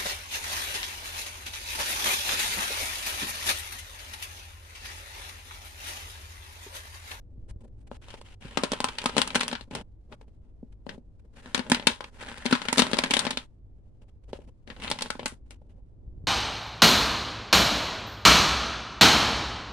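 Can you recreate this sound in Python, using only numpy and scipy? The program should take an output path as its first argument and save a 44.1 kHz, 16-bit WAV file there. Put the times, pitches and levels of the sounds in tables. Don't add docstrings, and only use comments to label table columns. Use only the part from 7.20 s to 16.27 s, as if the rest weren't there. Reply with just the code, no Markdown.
import sys
import numpy as np
from scipy import signal
from scipy.fft import rfft, irfft, next_fast_len
from scipy.io import wavfile
from scipy.ndimage import uniform_filter1d, map_coordinates

SR = 44100
rng = np.random.default_rng(int(sys.argv[2]) if len(sys.argv) > 2 else 0)


def master(y):
    cut = np.clip(np.atleast_2d(y).T, -1, 1)
    pcm = np.round(cut * 32767)
    wavfile.write(sys.argv[1], SR, pcm.astype(np.int16))


N = 399987

RUMBLE_LEVEL = [(0, -47.5), (.35, -46), (1.1, -49), (1.6, -50), (3.3, -50), (5.5, -51), (7.5, -49.5),
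                (8.7, -49.5), (9.07, -43)]
RUMBLE_SPECTRUM = [(20, -8), (34, -12), (48, -1), (75, -12), (103, -8.5), (140, -22), (350, -26.5),
                   (600, -33.5), (1100, -46.5), (2000, -71.5), (4000, -110)]
RUMBLE_COHERENCE = [(40, .82), (130, .8), (300, .5), (900, .3), (5000, .05)]  # f/Hz, left-right correlation
HISS_SPECTRUM = [(300, -24.5), (700, 2), (1500, -2), (4000, -1.5), (9500, -5.5), (12000, -18),
                 (16400, -30.5)]
TABLE_NUDGES = [(0.18, -48, 107), (0.239, -46, 56.3), (0.311, -38, 55), (0.361, -41.5, 79),
                (1.25, -44.5, 142), (8.878, -43, 81), (8.978, -41, 73), (9.04, -41, 119)]
ROOM_DECAY = [(200, 0.045), (1000, 0.23), (4000, 0.067), (12000, 0.011)]  # f/Hz, t60/s
TRAY_LOW_MODES = [(204.8, 110, -2.5), (246.4, 32, 2)]
TRAY_MID_MODES = [(401, 390, -2), (579.6, 170, -5), (832, 83, -4.5), (1000, 55, -6.5), (1300, 170, -13)]
WALL_NOTCHES = [(325, 80, .7), (685, 110, .75), (1170, 120, .6)]  # f/Hz, width/Hz, share removed
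TRAY_COHERENCE = [(60, 1), (250, 0.95), (600, .85), (1400, 0.33), (3100, 0.2), (6800, 0.48), (15000, 0.1)]  # f/Hz, left-right correlation
PORT_BALANCE = [(60, -3), (150, 4), (380, 1.5), (950, -0.5), (2380, 4.0), (5980, -0.5), (15000, -5.5)]
RUSTLE_SPECTRUM = [(290, -36), (500, -7.5), (786, -0.5), (1410, -2), (2160, -4.5), (2930, -4.5),
                   (5990, -17), (9420, -15.5), (11600, -35.5), (15300, -46.5), (16400, -57.5)]
# from t/s, f/Hz, level/dB
RUB_RESONANCES = [(0, 8490, 9), (.7, 2942, -3), (3.9, 1638, -2.5), (6.498, 2840, 0)]
RUB_STROKES = [(0.279, .04, -59.5, -59), (0.404, .025, -60, -52), (0.431, 0.033, -62, -45.5),
               (0.474, .015, -59.5, -60), (.575, .025, -63, -62), (0.601, 0.036, -61, -69),
               (.668, .025, -63, -61), (0.723, .05, -58.5, -74.5), (.808, .155, -54.5, -68),
               (0.968, 0.083, -57.5, -62.5), (1.041, .115, -56, -72), (1.199, 0.35, -51, -55.5),
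               (1.361, 0.91, -48.5, -53.5), (1.933, 0.033, -42.5, -40), (2.022, 0.36, -53.5, -48),
               (2.474, 0.017, -62, -51), (2.505, .12, -48.5, -41.5), (2.888, 0.064, -61.5, -49.5),
               (3.01, .04, -62.5, -55), (3.076, 0.023, -62.5, -59), (3.211, 0.11, -67, -66),
               (3.52, .02, -62.5, -61.5), (3.681, 0.092, -63, -48.5), (3.992, 0.014, -61.5, -71),
               (4.046, .015, -64, -60), (4.126, 0.043, -60, -57.5), (4.151, 0.2, -55.5, -57.5),
               (4.342, .41, -55.5, -49), (4.747, 0.17, -61, -63.5), (4.906, 0.12, -58.5, -56.5),
               (4.98, .27, -47.5, -55), (5.233, 0.38, -43.5, -51), (5.55, 0.58, -43, -44),
               (6.048, .2, -65, -56.5), (6.582, 0.019, -69.5, -59.5), (6.652, 0.027, -68, -68),
               (6.738, 0.033, -69, -64), (6.814, .035, -61.5, -57), (6.879, 0.024, -62.5, -67.5),
               (7.033, .015, -62.5, -61.5), (7.078, 0.044, -60.5, -52), (7.134, 0.054, -58, -60),
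               (7.194, .065, -60.5, -52), (7.273, .03, -62.5, -51.5), (7.415, 0.022, -67, -65.5),
               (7.463, .07, -62, -47.5), (7.56, .06, -55, -47.5), (7.614, 0.081, -39.5, -45),
               (7.704, 0.18, -53, -49.5), (7.986, 0.081, -58, -46), (8.255, .03, -62, -68),
               (8.304, 0.069, -61.5, -60), (8.416, .008, -62.5, -47.5), (8.489, .05, -61.5, -64),
               (8.449, 0.164, -74.5, -59), (8.802, .04, -80.5, -71)]
CHALK_SPECTRUM = [(530, -21), (900, -0.5), (1150, -4), (1360, -5.5), (2240, -7), (3110, -5.5), (6360, -8),
                  (9160, -3), (12700, -28.5), (15100, -37), (16400, -55.5)]
# t/s, crack/dB, stick f/Hz, tray thump/dB, tray knock/dB, knock f/Hz, treble/dB
IMPACTS = [(0.7148, -42.5, 1460, -40.5, -30, 600, -86), (0.8839, -40.5, 2730, -61, -43, 595, -60),
           (0.9038, -37, 3030, -63, -47, 690, -58), (0.9403, -35, 1250, -63, -34.5, 460, -61),
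           (1.0133, -36, 1210, -65, -40, 685, -54), (1.2532, -44.5, 1614, -43.5, -62.5, 359, -64.5),
           (1.3729, -12, 1195, -22.5, -23, 552, -28), (1.4352, -11, 1325, -25.5, -17, 506, -27.5),
           (1.5184, -13.5, 1277, -27.5, -26, 525, -30.5), (1.5331, -19, 1285, -34, -20, 563, -41),
           (1.6035, -13, 1300, -30, -20.5, 979, -30), (1.6426, -9.5, 1382, -28.5, -20, 983, -24.5),
           (1.6855, -23, 1262, -55, -39.5, 1070, -48), (1.7842, -16.5, 2896, -57.5, -35, 1050, -38.5),
           (1.8165, -29.5, 2960, -50.5, -40, 1065, -50.5), (1.8406, -26, 1527, -39.5, -30, 976, -35.5),
           (1.8578, -9.5, 1281, -24, -18, 1000, -28.5), (1.8942, -27.5, 1272, -42, -28.5, 568, -51.5),
           (1.9666, -15.5, 1490, -24.5, -19, 554, -38), (1.9799, -8, 1342, -22.5, -21, 522, -27),
           (1.9907, -19, 1687, -29, -28.5, 420, -29.5), (2.0163, -8, 3278, -39.5, -33, 966, -21.5),
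           (2.0751, -17.5, 1540, -47.5, -42.5, 1030, -29.5), (2.1041, -25.5, 2463, -52, -43.5, 1066, -51),
           (2.1465, -20, 1690, -40, -29, 869, -40.5), (2.152, -15.5, 2760, -36.5, -30.5, 940, -32.5),
           (2.1565, -7, 1544, -26.5, -20, 385.4, -23.5), (2.1947, -25.5, 3850, -45.5, -35.5, 891, -47.5),
           (2.2057, -17.5, 1200, -39, -35.5, 528, -34), (2.2097, -11, 2560, -35.5, -34, 1050, -33),
           (2.232, -17, 3960, -48, -27, 609, -35), (2.2801, -16.5, 3080, -52, -51, 1090, -28),
           (2.3139, -23.5, 1728, -42.5, -39.5, 404, -47.5), (2.3285, -21.5, 1280, -35.5, -28, 570, -44.5),
           (2.3522, -23, 1236, -38.5, -48, 974, -55.5), (2.4101, -30.5, 4350, -46.5, -41, 608, -53.5),
           (2.5102, -36.5, 2550, -37.5, -45, 449, -59), (2.5503, -22, 1265, -41, -30.5, 613, -38.5),
           (2.9242, -38, 1360, -56, -40.5, 863, -79.5), (3.0121, -50.5, 1340, -67, -49, 614, -97.5),
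           (3.4291, -67, 1200, -34.5, -50, 358, -95), (3.6661, -41.5, 1354, -37.5, -35.5, 547, -81),
           (3.692, -28.5, 1750, -41, -39, 474, -55.5), (3.7454, -53.5, 2410, -52, -49, 400, -80),
           (3.7792, -51, 1252, -40, -44, 387, -81), (4.2588, -34.5, 1720, -45.5, -40, 832, -62),
           (4.346, -12, 1504, -31.5, -30, 507, -32), (4.3777, -23, 3140, -34.5, -36.5, 579, -40.5),
           (4.393, -21.5, 2085, -30, -56, 613, -47.5), (4.466, -40, 1964, -51, -41, 864, -66),
           (4.4988, -20, 3506, -31, -32.5, 1080, -27), (4.5175, -4, 1886, -18.5, -27, 413, -24),
           (4.546, -11.5, 2660, -35, -38, 604, -34.5), (4.597, -29, 2010, -36, -35, 619, -61),
           (4.6246, -31.5, 2040, -50, -40, 401, -68), (4.6698, -4.5, 3670, -19.5, -19.5, 466, -22),
           (4.7039, -32, 1480, -40, -34, 590, -52), (4.8066, -29.5, 1227, -50, -27.5, 1090, -52.5),
           (4.8416, -26.5, 2460, -62.5, -41.5, 406, -53), (5.026, -33.5, 1370, -88, -35, 369, -57),
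           (5.1159, -31, 1723, -44.5, -37, 783, -64), (5.1803, -34, 1660, -58, -46, 412, -50.5),
           (5.2555, -22, 2095, -26.5, -33, 556, -40), (5.2608, -16.5, 3180, -31, -29.5, 898, -38.5),
           (5.3102, -20, 3020, -29, -35, 460.3, -35.5), (5.3257, -9.5, 1379, -17, -25.5, 401, -34.5),
           (5.351, -19, 1275, -34, -33, 483, -44), (5.4171, -22, 1946, -37.5, -36, 976, -45.5),
           (5.4846, -16, 1987, -35.5, -36.5, 476, -41.5), (5.5272, -12, 2010, -26, -27, 567, -25),
           (5.5731, -13.5, 2957, -27.5, -30, 349, -24), (5.5811, -6.5, 4630, -24, -19, 600.6, -22),
           (5.5919, -6, 1200, -25, -21.5, 358, -23), (5.5965, -5, 3975, -18.5, -22, 779, -20),
           (5.6205, -9.5, 3500, -21.5, -23.5, 796, -31), (5.667, -19.5, 1620, -31.5, -25.5, 893, -42),
           (5.7142, -24.5, 3520, -32.5, -33, 1090, -39.5), (5.7327, -13, 4000, -22, -23, 353, -34),
           (5.7424, -17.5, 1338, -34, -29.5, 765, -37.5), (5.7689, -23.5, 1460, -36.5, -35, 907.4, -41.5),
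           (5.7851, -16, 5000, -34.5, -31, 352.6, -34.5), (5.7885, -5.5, 2160, -31, -18.5, 588, -24.5),
           (5.8373, -12.5, 1930, -28.5, -26.5, 565, -34.5), (5.8604, -21, 2925, -36, -36.5, 876, -49),
           (5.9085, -9, 2815, -27, -34.5, 888, -28), (5.9369, -7.5, 3230, -28, -30, 896, -24),
           (5.9672, -10, 3590, -28.5, -21, 592, -26), (5.9918, -8, 3917, -47, -49.5, 967, -21),
           (6.0511, -19, 2120, -40, -24, 618, -41.5), (6.0675, -16.5, 2040, -30.5, -24.5, 589, -44),
           (6.1069, -17.5, 3620, -35.5, -32, 890, -35), (6.13, -27.5, 3350, -42, -52, 514, -53),
           (6.1722, -14.5, 3500, -40.5, -30.5, 464, -36), (7.1312, -34.5, 1220, -53, -24, 366, -64.5),
           (7.1891, -53.5, 1650, -73, -35.5, 350, -75), (7.4747, -40, 1940, -45, -59, 385, -69),
           (7.5009, -30.5, 1990, -41, -49, 460, -63.5), (7.5642, -41, 1510, -56, -47, 538, -83),
           (7.5997, -38, 2030, -42, -54, 434, -60.5), (7.637, -27, 3110, -50, -48, 845, -49),
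           (7.678, -22, 2750, -41, -36, 880, -57), (7.7005, -21.5, 4170, -34.5, -59, 608, -31.5),
           (7.7136, -13.5, 4390, -30.5, -21, 895, -32), (7.7883, -23.5, 2750, -51, -46, 896, -46.5),
           (7.8091, -25.5, 1280, -42, -41, 883, -43.5), (7.8215, -17.5, 4384, -46, -27, 786, -32),
           (7.8593, -28, 1760, -46, -34.5, 861, -55), (7.9029, -16, 1360, -41, -30, 501, -32.5),
           (7.9536, -40, 1540, -37.5, -41, 888, -71.5), (7.994, -30.5, 2150, -46.5, -28, 490, -61.5),
           (8.0304, -34.5, 3000, -47, -35, 740, -64), (8.0582, -14, 1660, -34, -26.5, 870, -25),
           (8.079, -28.5, 1690, -50, -44, 794, -34.5), (8.1222, -48, 2300, -44, -55, 413, -75),
           (8.3076, -36, 2540, -55.5, -50, 890, -48)]

RUB_EDGE_S, RUB_EDGE_SHARE = 0.003, 0.057
TICKS_PER_S, TICK_T60_S = 420, 0.009
SKITTER_DB, SKITTER_T60_S, SETTLE_RISE_S = -22, 0.08, 0.002
HUM_DB, HUM_T60_S = -9, 0.12
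IDLE_HUM_DB = -72.5
RUB_REL_WIDTH, STICK_REL_WIDTH = 0.29, 0.24
THUMP_CREST_DB, KNOCK_CREST_DB, TREBLE_CREST_DB = 2.5, 2.5, 9.5
LEFT_DB, LEFT_SCATTER_DB, LEFT_LAG_S = 3, 4.5, 5e-5
TRAY_CUT_HZ = 155
GATE_THRESHOLD_DB, GATE_FLOOR_DB, TOP_HZ = -61.5, -31, 16550


def amp(db):
    return 10 ** (np.asarray(db) / 20)


def unit_rms(x):
    return x / np.sqrt(np.mean(x ** 2, axis=-1, keepdims=True) + 1e-20)


def log_interp(points, hz):
    f, values = np.transpose(points)
    return np.interp(np.log(hz + 1), np.log(f + 1), values)


def wobble(knots_per_s):
    knots = rng.standard_normal(int(N * knots_per_s / SR) + 4)
    return map_coordinates(knots, [np.arange(N) * knots_per_s / SR])


def filtered(x, response):
    n = x.shape[-1]
    size = next_fast_len(n + min(8192, n // 2))
    return irfft(rfft(x, size) * response(np.fft.rfftfreq(size, 1 / SR)), size)[..., :n]


def bandpass(f, hz, width_hz):
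    return 1j * f * width_hz / (hz * hz - f * f + 1j * f * width_hz)


def modes(table):
    return lambda f: sum(amp(db) * bandpass(f, hz, width_hz) for hz, width_hz, db in table)


def stereo(noise, coherence):
    angle = lambda f: np.arccos(np.clip(log_interp(coherence, f), -1, 1)) / 2
    mid = filtered(noise[0], lambda f: np.cos(angle(f)))
    side = filtered(noise[1], lambda f: np.sin(angle(f)))
    return np.array([mid + side, mid - side])


def rumble():
    noise = stereo(rng.standard_normal((2, N)), RUMBLE_COHERENCE)
    noise = filtered(noise, lambda f: amp(log_interp(RUMBLE_SPECTRUM, f)))
    level_db = np.interp(np.arange(N) / SR, *np.transpose(RUMBLE_LEVEL))
    return amp(level_db + 0.5 * wobble(5.4)) * unit_rms(noise)


def hiss():
    noise = filtered(rng.standard_normal((2, N)), lambda f: amp(log_interp(HISS_SPECTRUM, f)))
    return amp(-65.5 + 0.52 * wobble(28)) * unit_rms(noise)


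def table_nudges(t60_s=0.04):
    out, t = np.zeros(N + SR), np.arange(SR // 8) / SR
    for start_s, db, hz in TABLE_NUDGES:
        out[round(start_s * SR):][:len(t)] += amp(db + 14 - 60 * t / t60_s) * np.sin(2 * np.pi * hz * t)
    return out[:N]


def room(x, block_s=0.3, delay_samples=200):
    out, step = np.zeros((2, N + 2 * SR)), int(block_s * SR)
    for start in range(0, N, step):
        hz, t, spectra = signal.stft(rng.standard_normal((2, SR // 3)), SR, nperseg=256)
        decay = amp(-60 * t / log_interp(ROOM_DECAY, hz)[:, None])
        tail = signal.istft(spectra * decay, SR, nperseg=256)[1]
        wet = signal.fftconvolve(x[None, start:start + step], tail / np.linalg.norm(tail[0]), axes=1)
        out[:, start + delay_samples:][:, :wet.shape[1]] += wet
    return out[:, :N]


def tray_walls(f):
    return np.prod([1 - share * bandpass(f, hz, width) for hz, width, share in WALL_NOTCHES], axis=0)


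def stroke_gain(level_db):
    out, t = np.zeros(N), np.arange(N) / SR
    starts_s, lengths_s = np.transpose(RUB_STROKES)[:2]
    for start_s, end_s, gain in zip(starts_s, starts_s + lengths_s, amp(level_db)):
        edge_s = RUB_EDGE_S + RUB_EDGE_SHARE * (end_s - start_s)
        span = slice(int((start_s - edge_s) * SR), int((end_s + edge_s) * SR))
        inside_s = np.minimum(t[span] - start_s, end_s - t[span])
        out[span] = np.maximum(out[span], gain * np.clip(inside_s / edge_s / 2 + 0.5, 0, 1) ** 2)
    return out


def settle_gain(level_db, t60_s):
    power, t = np.zeros(N), np.arange(SR // 2) / SR
    power[np.round(np.transpose(IMPACTS)[0] * SR).astype(int)] = amp(level_db) ** 2
    decay = amp(-60 * t / t60_s) * (1 - np.exp(-t / SETTLE_RISE_S))
    return np.sqrt(np.abs(signal.fftconvolve(power, decay ** 2)[:N]))


def friction_grain(rub_gain):
    ticks = (rng.random(N) < TICKS_PER_S / SR) * amp(np.minimum(5 * rng.exponential(size=N), 18))
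    ticks = np.convolve(ticks, amp(-60 * np.arange(400) / SR / TICK_T60_S))[:N]
    firmness = np.clip((20 * np.log10(rub_gain + 1e-9) + 63.5) / 15, 0, 1)
    return amp(2.3 * wobble(40) + 0.2 * wobble(170)) * (5 + 4.5 * firmness * unit_rms(ticks))


def patchy(x, depth_db):
    spectra = signal.stft(x, nperseg=256)[2]
    field = uniform_filter1d(rng.standard_normal(spectra.shape[1:]), size=4, axis=0)
    field = uniform_filter1d(field, size=5, axis=1)
    return signal.istft(spectra * amp(-depth_db * field / field.std()), nperseg=256)[1][:, :N]


def tray_hum(grain):
    drive = stereo(rng.standard_normal((2, N)), TRAY_COHERENCE) * grain
    hum = filtered(drive, modes(TRAY_LOW_MODES + TRAY_MID_MODES))
    hum = filtered(hum, lambda f: 1 / (1 + (f / 900) ** 4))
    ring = filtered(hum, modes(TRAY_LOW_MODES[1:]))
    hum_db, thump_db = np.transpose(RUB_STROKES)[3], np.transpose(IMPACTS)[3]
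    hum_gain = stroke_gain(hum_db) + amp(IDLE_HUM_DB)
    return hum_gain * unit_rms(hum) + settle_gain(thump_db + HUM_DB, HUM_T60_S) * unit_rms(ring)


def rustle():
    rub_db, crack_db = np.transpose(RUB_STROKES)[2], np.transpose(IMPACTS)[1]
    rub_gain = np.hypot(stroke_gain(rub_db), settle_gain(crack_db + SKITTER_DB, SKITTER_T60_S))
    grain = friction_grain(rub_gain)
    noise = patchy(stereo(rng.standard_normal((2, N)), TRAY_COHERENCE), depth_db=1)
    scrape = filtered(noise * grain, lambda f: amp(log_interp(RUSTLE_SPECTRUM, f)))
    surface = np.searchsorted(np.transpose(RUB_RESONANCES)[0], np.arange(N) / SR, side="right") - 1
    resonance = sum((surface == k) * filtered(scrape, modes([(hz, RUB_REL_WIDTH * hz, db)]))
                    for k, (_, hz, db) in enumerate(RUB_RESONANCES))
    return rub_gain * unit_rms(scrape + resonance) + tray_hum(grain)


def tray_ring(force, table):
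    rolloff = lambda f: (1j * f / (TRAY_CUT_HZ + 1j * f)) ** 3 / (1 + 1j * f / 2500) ** 2
    ring = filtered(force, lambda f: modes(table)(f) * rolloff(f))
    return ring / np.abs(ring).max(axis=1, keepdims=True)


def chalk_crack(burst, stick_hz, bright_db):
    def response(f):
        shelf_db = bright_db * np.clip(np.log2((f + 1) / 4000), 0, 1)
        click = 0.8 * 1j * f / (1j * f + 0.33 * stick_hz)
        ring = 0.16 / STICK_REL_WIDTH * bandpass(f, stick_hz, STICK_REL_WIDTH * stick_hz)
        return amp(log_interp(CHALK_SPECTRUM, f) + shelf_db) * (click + ring)
    crack = filtered(burst, response)
    return crack / np.abs(crack).max(axis=(0, 2), keepdims=True)


def chalk_clacks(crack_t60_s=0.024, tail_t60_s=0.21):
    out, t = np.zeros((2, N + SR)), np.arange(SR // 8) / SR
    start_s, crack_db, stick_hz, thump_db, knock_db, knock_hz, treble_db = np.array(IMPACTS).T[..., None]
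    pan_db = LEFT_DB + LEFT_SCATTER_DB * rng.standard_normal((len(start_s), 1))
    noise = np.moveaxis(rng.standard_normal((len(start_s), 3, len(t))), 1, 0)
    chatter = amp(3.06 * uniform_filter1d(noise[2], size=30) * np.sqrt(30))
    decay = amp(-60 * t / crack_t60_s) + 0.12 * amp(-60 * t / tail_t60_s)
    envelope = chatter * (1 - np.exp(-t / 0.00017)) * decay
    burst = stereo(noise[:2], TRAY_COHERENCE) * envelope
    crack = amp(crack_db) * chalk_crack(burst, stick_hz, treble_db + TREBLE_CREST_DB - crack_db)
    push = 3 * np.sin(np.pi * np.clip(t * knock_hz / 0.45, 0, 1))
    force = push + 0.15 * envelope * noise[0]
    spot_modes = [(hz, width, db - 9 * np.abs(np.log2(hz / knock_hz))) for hz, width, db in TRAY_MID_MODES]
    thump = amp(thump_db + THUMP_CREST_DB) * tray_ring(force, TRAY_LOW_MODES)
    knock = amp(knock_db + KNOCK_CREST_DB) * tray_ring(force, spot_modes)
    clacks = (crack + thump + knock) * amp(2 + 0.5 * np.array([pan_db, -pan_db]))
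    for k, start in enumerate(np.round(start_s[:, 0] * SR).astype(int)):
        out[:, start:start + len(t)] += clacks[:, k]
    return out[:, :N]


def scene():
    balance = lambda f: amp(np.outer([0.5, -0.5], log_interp(PORT_BALANCE, f)))
    lag = lambda f: np.exp(-2j * np.pi * np.outer([0.5, -0.5], f) * LEFT_LAG_S)
    clacks = chalk_clacks()
    direct = filtered(clacks + rustle(), lambda f: tray_walls(f) * balance(f) * lag(f))
    background = rumble() + hiss() + table_nudges()
    reverb = amp(-15.5) * room(filtered(clacks[0], tray_walls))
    return background + reverb + direct


def record(dry):
    sidechain = filtered(dry.mean(axis=0), lambda f: f > 1200)
    level_db = 10 * np.log10(np.abs(uniform_filter1d(sidechain ** 2, size=350)) + 1e-12)
    gain_db = np.clip(3.5 * (level_db - GATE_THRESHOLD_DB), GATE_FLOOR_DB, 0)
    gain = uniform_filter1d(amp(gain_db), size=200)
    treble = filtered(dry, lambda f: f ** 2 / (f ** 2 + 600 ** 2))
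    return filtered(dry + (gain - 1) * treble, lambda f: f < TOP_HZ)


dry = scene()
out = record(dry)
master(out)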